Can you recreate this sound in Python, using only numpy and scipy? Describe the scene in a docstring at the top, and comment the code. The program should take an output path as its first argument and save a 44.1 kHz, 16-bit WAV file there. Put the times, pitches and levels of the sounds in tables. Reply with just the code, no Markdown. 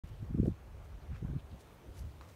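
"""Breeze at a brick porch

Someone walks slowly up to a porch with a camera on a quiet day. Turbulent air presses on the
microphone as a low rumble, and eddies buffet it in two gusts. Over a soft outdoor wash, friction
makes clothes rustle and soles scuff faintly on the paving. One small tap rings in the porch."""
import sys
import numpy as np
from scipy import signal
from scipy.fft import rfft, irfft
from scipy.io import wavfile
from scipy.ndimage import uniform_filter1d

SR = 44100
rng = np.random.default_rng(int(sys.argv[2]) if len(sys.argv) > 2 else 0)


def transcribe(u):
    """Save the signal u as a 16-bit wav file named by the first command-line argument.

    u: samples, shape (n,) or (channels, n), limited to [-1, 1]; the rate is SR.
    q: integer samples, one column per channel.
    """
    v = np.clip(np.atleast_2d(u).T, -1, 1)
    q = np.round(v * 32767).astype(np.int16)
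    wavfile.write(sys.argv[1], SR, q)


N = 103635
T = np.arange(N) / SR
HZ = np.fft.rfftfreq(N, 1 / SR) + 1


def amp(db):
    """Amplitude ratio of a level in decibels."""
    return 10 ** (np.asarray(db) / 20)


def unit(x):
    """Normalisation to rms 1."""
    return x / np.sqrt(np.mean(x ** 2) + 1e-20)


def envelope(points):
    """Gain over time, interpolated between (s, dB) points."""
    return amp(np.interp(T, *np.transpose(points)))


def swell(time_s, length_s):
    """Gaussian envelope centred on time_s."""
    return np.exp(-np.minimum(2 * ((T - time_s) / length_s) ** 2, 50))


def spectrum(points):
    """Gain over log frequency, interpolated between (Hz, dB) points."""
    hz, db = np.transpose(points)
    return amp(np.interp(np.log(HZ), np.log(hz), db))


def band(centre_hz, octaves):
    """Gaussian passband over log frequency."""
    return np.exp(-.5 * (np.log2(HZ / centre_hz) / octaves) ** 2)


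def filtered(x, gain):
    """Filtering by multiplication of the spectrum, at rms 1."""
    return unit(irfft(rfft(x) * gain, N))


def noise(gain):
    """Gaussian noise coloured by a gain per frequency, at rms 1."""
    return filtered(rng.standard_normal(N), gain)


# Each row: frequency in Hz, relative spectral density in dB.
WASH_SPECTRUM = [(20, -9.5), (70, 7.5), (150, -2.5), (300, -2), (500, -3), (800, -7), (1200, -10),
                 (1800, -15.5), (2500, -17.5), (3800, -22), (4900, -26.5), (6200, -26), (7600, -30.5),
                 (9000, -28), (10400, -35), (11200, -29.5), (15500, -33.5)]
# Each row: time in seconds, level in dB.
WASH_ENVELOPE = [(0, -59.5), (.7, -60), (1.3, -59), (1.8, -59.5), (2.35, -60)]
def outdoor_wash(depth_db=1.45):
    """Random modulation: distant noise drifts faintly in patches of time and frequency."""
    frames = dict(nperseg=1024, noverlap=768)
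    spectrogram = signal.stft(noise(spectrum(WASH_SPECTRUM)), **frames)[2]
    patches = uniform_filter1d(rng.standard_normal(spectrogram.shape), size=10, axis=0)
    patches = unit(uniform_filter1d(patches, size=12, axis=1))
    drifting = signal.istft(spectrogram * amp(depth_db * patches), **frames)[1][:N]
    return envelope(WASH_ENVELOPE) * unit(drifting)


# Each row: frequency in Hz, relative spectral density in dB.
HOLLOW_SPECTRUM = [(40, -22), (140, 6.5), (240, -6.5), (350, -5.5), (560, -9), (800, -14), (2000, -34)]
# Each row: time in seconds, level in dB.
HOLLOW_ENVELOPE = [(0, -70), (1.2, -70), (1.7, -62), (2.35, -63.5)]
def porch_hollow():
    """Reverberant build-up: low outdoor noise gathers between the brick walls as the porch nears."""
    return envelope(HOLLOW_ENVELOPE) * noise(spectrum(HOLLOW_SPECTRUM))


def friction(bursts_per_s=720, decay_s=.00074, power_share=.54):
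    """Shot noise of rubbing: tiny decaying bursts at random moments in a fine hiss."""
    impulses = 1. * (rng.random(N) < bursts_per_s / SR)
    bursts = signal.lfilter([1], [1, -np.exp(-1 / (decay_s * SR))], impulses)
    power = 1 - power_share + power_share * unit(bursts) ** 2
    return rng.standard_normal(N) * np.sqrt(power)


# Each row: frequency in Hz, relative spectral density in dB.
CLOTH_SPECTRUM = [(500, -20), (2000, 12), (4000, 6), (8000, 0.5), (12000, -4.5), (16000, 1.5)]
# Each row: time in seconds, level in dB.
CLOTH_ENVELOPE = [(0, -77), (1.4, -110), (1.6, -72), (1.8, -80), (2.02, -72.5), (2.17, -75), (2.35, -67.5)]
def clothes():
    """Friction of the walker's clothes gives a broadband rustle."""
    return envelope(CLOTH_ENVELOPE) * filtered(friction(), spectrum(CLOTH_SPECTRUM))


# Each row: peak time in seconds, length in seconds, level in dB, centre in Hz, width in octaves.
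SCUFF_STROKES = [(0.085, 0.021, -76, 6000, 1.1), (0.472, 0.042, -72, 5970, 0.84),
                 (.855, 0.024, -75, 6000, 1.5), (.86, .012, -64.5, 1100, 0.38),
                 (1.025, 0.02, -74, 3500, 0.66), (1.14, 0.057, -63, 1500, 0.59),
                 (1.164, 0.035, -70.5, 3230, 0.88), (1.259, .012, -61.5, 990, 0.38),
                 (1.397, .02, -69.5, 2900, 0.46), (1.522, 0.035, -70.5, 3580, 0.36),
                 (1.61, 0.027, -70.5, 6000, 0.66), (1.742, 0.016, -73, 11900, .5),
                 (1.841, .02, -53, 345, 0.22), (1.885, .025, -59.5, 276, 0.27),
                 (1.974, 0.03, -66, 1510, 1.2), (1.99, 0.061, -68.5, 5450, 0.86),
                 (1.991, .025, -69, 10900, .15), (2.302, .04, -71, 5500, 0.93)]
def scuffs():
    """Sliding friction of soles on paving and of the hand on the camera gives brief bands of noise."""
    return sum(amp(db) * swell(time_s, length_s) * filtered(friction(), band(hz, octaves))
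               for time_s, length_s, db, hz, octaves in SCUFF_STROKES)


# Each row: start in seconds, level in dB, band centre in Hz.
GRIT_CRACKS = [(.073, -66, 5850), (.091, -65, 5470), (.4565, -55, 1570), (.466, -65, 7000),
               (1.608, -57, 5940), (1.625, -70, 7000), (1.9722, -60, 5500), (1.978, -65, 6000),
               (1.979, -64, 8000), (1.992, -56, 4430), (1.9947, -60, 4500)]
def cracking_grit(t60_s=.015):
    """Fracture: each grain cracking underfoot emits a noise burst that decays exponentially."""
    out = np.zeros(N)
    for start_s, db, hz in GRIT_CRACKS:
        decay = (T > start_s) * amp(db - 60 * np.clip((T - start_s) / t60_s, 0, 2))
        out += decay * noise(band(hz, octaves=.78))
    return out


# Each row: peak time in seconds, length in seconds, level in dB, pitch in Hz, glide in Hz per second.
SQUEAK_GLIDES = [(1.162, 0.031, -64, 2470, 4500), (1.3, 0.055, -69, 1550, 0)]
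def squeaks(width_hz=98):
    """Line broadening: slow noise modulates a tone into a faint, barely pitched squeak."""
    out = np.zeros(N)
    for time_s, length_s, db, hz, glide in SQUEAK_GLIDES:
        fuzz = noise(1 / (1 + (HZ / width_hz) ** 2))
        cycles = hz * (T - time_s) + .5 * glide * (T - time_s) ** 2
        out += amp(db) * swell(time_s, length_s) * unit(fuzz * np.sin(2 * np.pi * cycles))
    return out


# Each row: mode frequency in Hz, level in dB, time to decay by 60 dB in seconds.
TAP_MODES = [(1100, -44, 0.012), (1450, -49, 0.0077), (2350, -48, 0.0044), (3960, -54, 0.011),
             (6850, -61, 0.0043)]
# Each row: frequency in Hz, relative spectral density of the reverberation in dB.
PORCH_SPECTRUM = [(300, -19), (750, -8), (1150, 5), (1700, -10), (4000, -19), (9000, -24), (16000, -49)]
def tap(start_s=2.2112, tail_db=-58.5, tail_t60_s=.32):
    """Damped modes ring after a small hard knock, and the brick porch reverberates briefly."""
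    age = np.maximum(T - start_s, 0)
    knock = sum(amp(db - 60 * age / t60) * np.sin(2 * np.pi * hz * age) for hz, db, t60 in TAP_MODES)
    tail_decay = (age > 0) * amp(tail_db - 60 * age / tail_t60_s)
    return knock + tail_decay * noise(spectrum(PORCH_SPECTRUM))


def turbulence(gain, steadiness):
    """Random pressure fluctuations in a band; steadiness (0-1) compresses their envelope."""
    analytic = signal.hilbert(noise(gain))
    evened = analytic.real / (abs(analytic) + .086) ** steadiness
    passband = np.minimum(gain / gain.max() * 10, 1)
    return filtered(evened, passband)


# Each row: time in seconds, relative level of the wind pressure in dB.
WIND_ENVELOPE = [(.045, -43.5), (.08, -56), (.115, -41.5), (.175, -52), (.22, -40.5), (.28, -47.5),
                 (.305, -41), (.4, -37.5), (.52, -37.5), (.56, -54.5), (.69, -48), (.83, -48.5),
                 (.895, -53), (.95, -41), (1.005, -58), (1.04, -45), (1.07, -53), (1.11, -37), (1.19, -49),
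                 (1.23, -43.5), (1.38, -41), (1.415, -58), (1.45, -44.5), (1.48, -59.5), (1.54, -44.5),
                 (1.59, -60), (1.82, -68), (1.9, -44.5), (1.95, -59.5), (2.01, -40.5), (2.08, -42.5),
                 (2.12, -55.5), (2.195, -52), (2.24, -56), (2.35, -56)]
# Each row: frequency in Hz, relative spectral density of the slow flow in dB.
RUMBLE_SPECTRUM = [(10, -46.5), (25, -22.5), (45, -3), (70, 2), (100, -4), (135, -15), (180, -24),
                   (300, -38.5), (1000, -85)]
# Each row: frequency in Hz, relative spectral density added by stronger flow in dB.
FLUTTER_SPECTRUM = [(50, -27), (120, 1), (160, -0.5), (220, -10.5), (330, -30), (600, -46), (1500, -83)]
def wind(rumble_db=-1, flutter_db=-56, flutter_exponent=1.63, steadiness=.82):
    """Turbulent pressure rumbles on the microphone; a higher flutter grows faster, by a power law."""
    pressure = envelope(WIND_ENVELOPE)
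    rumble = pressure * turbulence(spectrum(RUMBLE_SPECTRUM), steadiness)
    flutter = unit(pressure ** flutter_exponent) * turbulence(spectrum(FLUTTER_SPECTRUM), steadiness)
    return amp(rumble_db) * rumble + amp(flutter_db) * flutter


# Each row: peak time in seconds, length in seconds, relative level in dB, top of the band in Hz.
GUST_EDDIES = [(.045, 0.014, -49, 168), (.229, .009, -35, 222), (.252, 0.017, -46.5, 260),
               (0.308, 0.015, -39, 223), (.349, 0.0091, -29, 265), (.378, 0.0073, -34.5, 334),
               (.388, 0.0084, -28.5, 277), (.4005, 0.0085, -24.5, 239), (.416, 0.0098, -33, 150),
               (.432, .007, -28.5, 314), (.444, .009, -28, 228), (0.459, 0.01, -34.5, 440),
               (.4805, 0.0093, -26.5, 372), (.497, 0.017, -37.5, 219), (0.52, .014, -43.5, 130),
               (1.025, 0.019, -51, 200), (1.13, .025, -47.5, 170), (1.228, 0.0091, -35.5, 253),
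               (1.25, 0.01, -33, 210), (1.296, 0.013, -34, 203), (1.311, 0.018, -41.5, 219),
               (1.334, 0.0093, -39, 310), (1.363, 0.014, -32.5, 228), (1.542, 0.029, -48.5, 212)]
def eddies(core_db=7, core_periods=.44, swirl_db=-3, low_hz=110, port_hz=102):
    """Each vortex passes the microphone port as a low-pressure core wrapped in turbulence."""
    port_bass_cut = signal.butter(N=2, Wn=port_hz, btype="high", fs=SR)
    out = np.zeros(N)
    for time_s, length_s, db, top_hz in GUST_EDDIES:
        core = signal.lfilter(*port_bass_cut, -swell(time_s, core_periods / top_hz))
        passband = 1 / (1 + (low_hz / HZ) ** 2) / (1 + (HZ / top_hz) ** 5.35)
        swirl = swell(time_s, length_s) * turbulence(passband, steadiness=.95)
        out += amp(db) * (amp(core_db) * core + amp(swirl_db) * swirl)
    return out


def scene():
    """Superposition: the pressures of all sources add at one microphone."""
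    breeze = wind() + eddies()
    background = outdoor_wash() + porch_hollow()
    walker = clothes() + scuffs() + cracking_grit()
    return (breeze + background + walker + squeaks() + tap())[None]


def record(dry, start_s=.036, rise_s=.002, cutoff_hz=15750):
    """Gating and band limiting: the sound opens after a moment of silence and is low-pass filtered."""
    gate = np.clip((T - start_s) / rise_s, 0, 1)
    lowpass = signal.firwin(511, cutoff_hz, window=("kaiser", 9), fs=SR)
    return signal.oaconvolve(dry * gate, lowpass[None], "same")


dry = scene()
out = record(dry)
transcribe(out)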